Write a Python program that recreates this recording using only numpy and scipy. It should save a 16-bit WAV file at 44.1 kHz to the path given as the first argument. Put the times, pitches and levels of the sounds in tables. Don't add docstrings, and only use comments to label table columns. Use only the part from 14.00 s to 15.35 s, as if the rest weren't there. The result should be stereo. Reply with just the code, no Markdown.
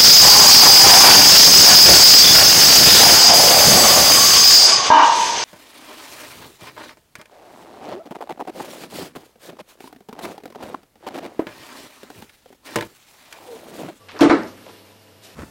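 import sys
import numpy as np
from scipy import signal
from scipy.io import wavfile

SR = 44100
rng = np.random.default_rng(int(sys.argv[2]) if len(sys.argv) > 2 else 0)


def file_out(sig):
    cols = np.atleast_2d(sig).T
    lim = np.clip(cols, -1, 1)
    pcm = np.round(lim * 32767).astype(np.int16)
    wavfile.write(sys.argv[1], SR, pcm)


def field_ratio(decibels):
    return 10 ** (np.asarray(decibels, dtype=float) / 20)


N = 59535
T = np.arange(N) / SR

# t/s, peak level/dB, ring held until t/s, t60/s once damped, lag/s of the beat's null
BLOWS = [
    (0.2075, -8.5, 0.277, 0.03, -0.004),
    (0.2965, -9.5, 0.347, 0.03, 0.005),
]
# f/Hz, level/dB at first blow, level/dB at second blow, t60/s
DOOR_MODES = [(128.2, -16, -26, 0.43), (158.4, -20, -37, 1.2), (220.7, -19, -19.5, 1.5), (262.9, -8, -12, 0.72),
              (292.7, 4.5, -13, 0.92), (329.2, 0.5, -36, 0.65), (293, -36, 1.5, 0.29), (335.8, -7, 3, 0.44),
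              (435.4, -12.5, -10, 0.9), (497.3, -19, -12, 1), (618.4, -12, -21, 1.2), (877, -10.5, -33, 0.49),
              (1082, -19.5, -18.5, 0.6), (1316, -17, -10.5, 0.58),
              (679, -12, -31, 0.16), (738.4, -12, -8.5, 0.35), (1216, -16.5, -17, 0.42),
            (1517, -11, -10.5, 0.18), (2022, -19.5, -23, .25), (2033, -44, -19.5, 0.37),
            (2173, -19.5, -43, .25), (3038, -35, -35, .2), (4030, -23.5, -21, 0.24)]
FREE_SHARE_DB = (-16, -28)
# f/Hz, density level/dB
FIRST_COLOUR = [(30, -51), (140, -17.5), (300, 5.5), (600, -4), (1300, -11.5), (5000, -26), (12500, -42),
                (15000, -45)]
SECOND_COLOUR = [(30, -25), (140, -14), (300, 6), (700, -2.5), (1900, -8.5), (2700, -23.5), (4100, -23),
                 (10500, -48)]
# f/Hz, t60/s
CLATTER_T60 = [(60, 0.64), (200, 0.49), (600, 0.36), (1500, 0.41), (4000, 0.34), (8000, 0.29),
               (13000, 0.063)]
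CRACK_TILT = (.5, -.1)
# t/s, peak level/dB, centre f/Hz, width/Hz
SNAPS = [(.0872, -30, 1800, 2500), (.0906, -28, 1800, 1500), (.0995, -34, 2800, 3000),
         (.1185, -27, 1500, 2500), (.1445, -32, 450, 500), (.1525, -29, 400, 500), (.1685, -29, 1500, 3000),
         (.1910, -22, 5000, 1500), (.1945, -24, 950, 600), (.1995, -24, 800, 600), (.4340, -31, 5100, 1400),
         (.6650, -32, 1300, 2000), (.6657, -34, 500, 500), (.6677, -33, 550, 700), (.6808, -33, 500, 700),
         (.6882, -36, 2700, 1500), (.6945, -35, 600, 800), (.6982, -35, 600, 800), (.7130, -37, 1500, 2500)]
# t/s, rms level/dB, centre f/Hz, width/Hz, t60/s
SCUFFS = [(0.089, -43, 2200, 2700, 0.51), (0.11, -47, 3000, 4650, 0.067), (0.15, -41.5, 450, 500, 0.98),
          (0.16, -39, 1000, 1200, 0.3), (.1680, -64, 2500, 5000, 0.19), (0.17, -53, 5000, 6000, 0.05),
          (.1940, -28.5, 900, 900, 0.58), (.1955, -41, 4500, 7400, 0.19), (0.47, -47.5, 4500, 8000, .3),
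          (0.41, -33, 218, 40, 0.36), (0.44, -35, 640, 30, 0.19), (0.085, -43.5, 860, 1160, 0.43),
          (0.57, -52.5, 900, 2000, 0.35), (0.72, -57.5, 3000, 5000, 0.9), (.6700, -47, 286, 280, 0.73),
          (.5600, -47.5, 210, 140, 0.46), (0.62, -58.5, 987, 18, 1.94), (.0010, -55, 1158, 35, 0.53),
          (0.13, -43.5, 280, 150, 0.66)]
# f/Hz, density level/dB
BRUSH_COLOUR = [(300, -29), (600, 1), (1250, -4), (3600, 1), (8000, -5), (14500, -11)]
# t/s, level/dB
STIR = [(0, -53.5), (.2, -48), (.45, -45), (.56, -50.5), (.64, -47.5), (.7, -47.5), (.8, -49), (.93, -50.5),
        (.98, -52.5), (1.2, -52.5), (1.3, -49), (1.35, -49)]
# f/Hz, density level/dB
HISS_COLOUR = [(30, -41), (110, -14), (430, -9.5), (1000, -17.5), (2000, -19), (5000, -21), (6200, -28),
               (14500, -28)]
# f/Hz, rms level/dB, waver/dB
HUM = [(99.5, -59, 1.5), (199, -67, 2), (293, -68, 2), (442, -61, 2), (508, -64, 2), (540, -67, 2),
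       (650, -66, 2), (834, -72, 2), (985, -73, 2), (2800, -74, 2), (2900, -74, 2)]
# frame level/dB, threshold level/dB
STARVE = [(-48, -100), (-43, -83), (-30, -80), (-13, -68)]


def rms_one(x):
    return x / np.sqrt(np.mean(x ** 2) + 1e-20)


def at_hz(points, hz):
    table_hz, values = np.transpose(points)
    return np.interp(np.log(hz), np.log(table_hz), values)


def dying(start, rise, t60):
    t = np.maximum(T - start, 0)
    return (1 - np.exp(-t / max(rise, 1e-4))) * field_ratio(-60 * t / t60)


def drift(rate):
    r = np.exp(-80 * np.pi * rate / SR)
    white = rng.standard_normal(N // 40 + 2002)
    slow = signal.lfilter([1], [1, -2 * r, r * r], white)[2000:]
    return np.interp(np.arange(N) / 40, np.arange(len(slow)), rms_one(slow))


def resonance(x, hz, width):
    r = np.exp(-np.pi * width / SR)
    return signal.lfilter([1, 0, -1], [1, -2 * r * np.cos(2 * np.pi * hz / SR), r * r], x)


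def steep(x, hz, width):
    return resonance(resonance(x, hz, width), hz, width)


def bands(colour, shape):
    edges = 28 * 2 ** (np.arange(29) / 3)
    white = rng.standard_normal((2, N + SR // 4))
    out, power = 0, 0
    for k, (low, high) in enumerate(zip(edges, edges[1:])):
        hz = np.sqrt(low * high)
        sos = signal.butter(2, [low, high], "band", fs=SR, output="sos")
        band = field_ratio(at_hz(colour, hz)) * signal.sosfilt(sos, white[k % 2])[-N:]
        out = out + band * shape(hz)
        power += np.mean(band ** 2)
    return out / np.sqrt(power)


def panel():
    free_t60 = 0.77
    out = 0
    for b, (start, db, held_until, damped_t60, lag) in enumerate(BLOWS):
        ring = 0
        for k, (hz, *mode_db, t60) in enumerate(DOOR_MODES):
            tone = np.sin(2 * np.pi * hz * (T - start - lag))
            ring = ring + (-1) ** k * field_ratio(mode_db[b]) * tone * dying(start + max(lag, 0), 0.01, t60)
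        after = np.maximum(T - held_until, 0)
        undamped = field_ratio(-60 * after / damped_t60)
        free = field_ratio(FREE_SHARE_DB[b] - 60 * after / free_t60)
        out = out + field_ratio(db) * ring * (undamped + (1 - undamped) * free)
    return out


def clatter():
    level_db, rise_s, hold_s = (-11, -13.5), (0.0029, 0.0016), (0.02, 0.018)
    crack_db, crack_t60 = (-12, -8.5), 0.041
    out = 0
    for b, colour in enumerate((FIRST_COLOUR, SECOND_COLOUR)):
        start = BLOWS[b][0]
        held = np.clip(T - start, 0, hold_s[b])
        crack = field_ratio(crack_db[b]) * dying(start, 0.00013, crack_t60)

        def shape(hz):
            t60 = at_hz(CLATTER_T60, hz)
            tail = dying(start, rise_s[b] + 2.0 / hz, t60) * field_ratio(60 * held / t60)
            grains = field_ratio(level_db[b] + 1.5 * drift(80))
            return grains * tail + crack * (hz / 2000) ** CRACK_TILT[b]

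        out = out + bands(colour, shape)
    return out


def ticks():
    out = 0
    for start, db, hz, width in SNAPS:
        click = (np.arange(N) == int(start * SR)) + 1e-18
        snap = steep(click, hz, width)
        out = out + field_ratio(db) * snap / np.abs(snap).max()
    dull = signal.butter(4, 6100, fs=SR, output="sos")
    for start, db, hz, width, t60 in SCUFFS:
        rub = signal.sosfilt(dull, rng.standard_normal(N))
        out = out + field_ratio(db) * rms_one(steep(rub, hz, width)) * dying(start, 0.00046, t60)
    return out


def brush():
    start, rise, hold, t60 = 1.216, 0.025, 0.042, 0.51
    grain = field_ratio(-46 + 1.2 * drift(150)) * np.clip((T - start) / rise, 0, 1)
    after = np.maximum(T - start - hold, 0)
    return grain * bands(BRUSH_COLOUR, lambda hz: field_ratio(-60 * after / t60 * (hz / 3000) ** 0.5))


def refrigerator():
    hum = 0
    for hz, db, waver_db in HUM:
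        phase = 2 * np.pi * (hz * T + rng.random()) + drift(4)
        hum = hum + field_ratio(db + 3 + waver_db * drift(3)) * np.sin(phase)
    whirr = field_ratio(-69) * rms_one(resonance(rng.standard_normal(N), 2750, 220))
    return hum + whirr


def room_hiss():
    shared = drift(15)
    patchy = bands(HISS_COLOUR, lambda hz: field_ratio(drift(10) + 0.6 * shared))
    stir = field_ratio(np.interp(T, *np.transpose(STIR)))
    return stir * patchy + field_ratio(-64) * rng.standard_normal(N)


def starve(x):
    hz, _, z = signal.stft(x, SR, nperseg=1024)
    frame_db = 10 * np.log10(np.sum(np.abs(z) ** 2, axis=-2, keepdims=True) + 1e-12)
    threshold = field_ratio(np.interp(frame_db, *np.transpose(STARVE)))
    keep = (np.abs(z) > threshold) | (hz[:, None] < 9300)
    return signal.istft(z * keep, SR, nperseg=1024)[1][..., :N]


def scene():
    mono = panel() + clatter() + ticks() + brush() + refrigerator() + room_hiss()
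    return np.tile(mono, (2, 1))


def top_cut(x):
    return signal.sosfilt(signal.butter(12, 15950, fs=SR, output="sos"), x)


def record(dry):
    ceiling = 1.4
    limited = ceiling * np.tanh(dry / ceiling)
    treble_cut = signal.cheby2(20, 60, 14900, fs=SR, output="sos")
    mix = signal.sosfilt(treble_cut, starve(limited))
    return top_cut(mix)


dry = scene()
out = record(dry)
file_out(out)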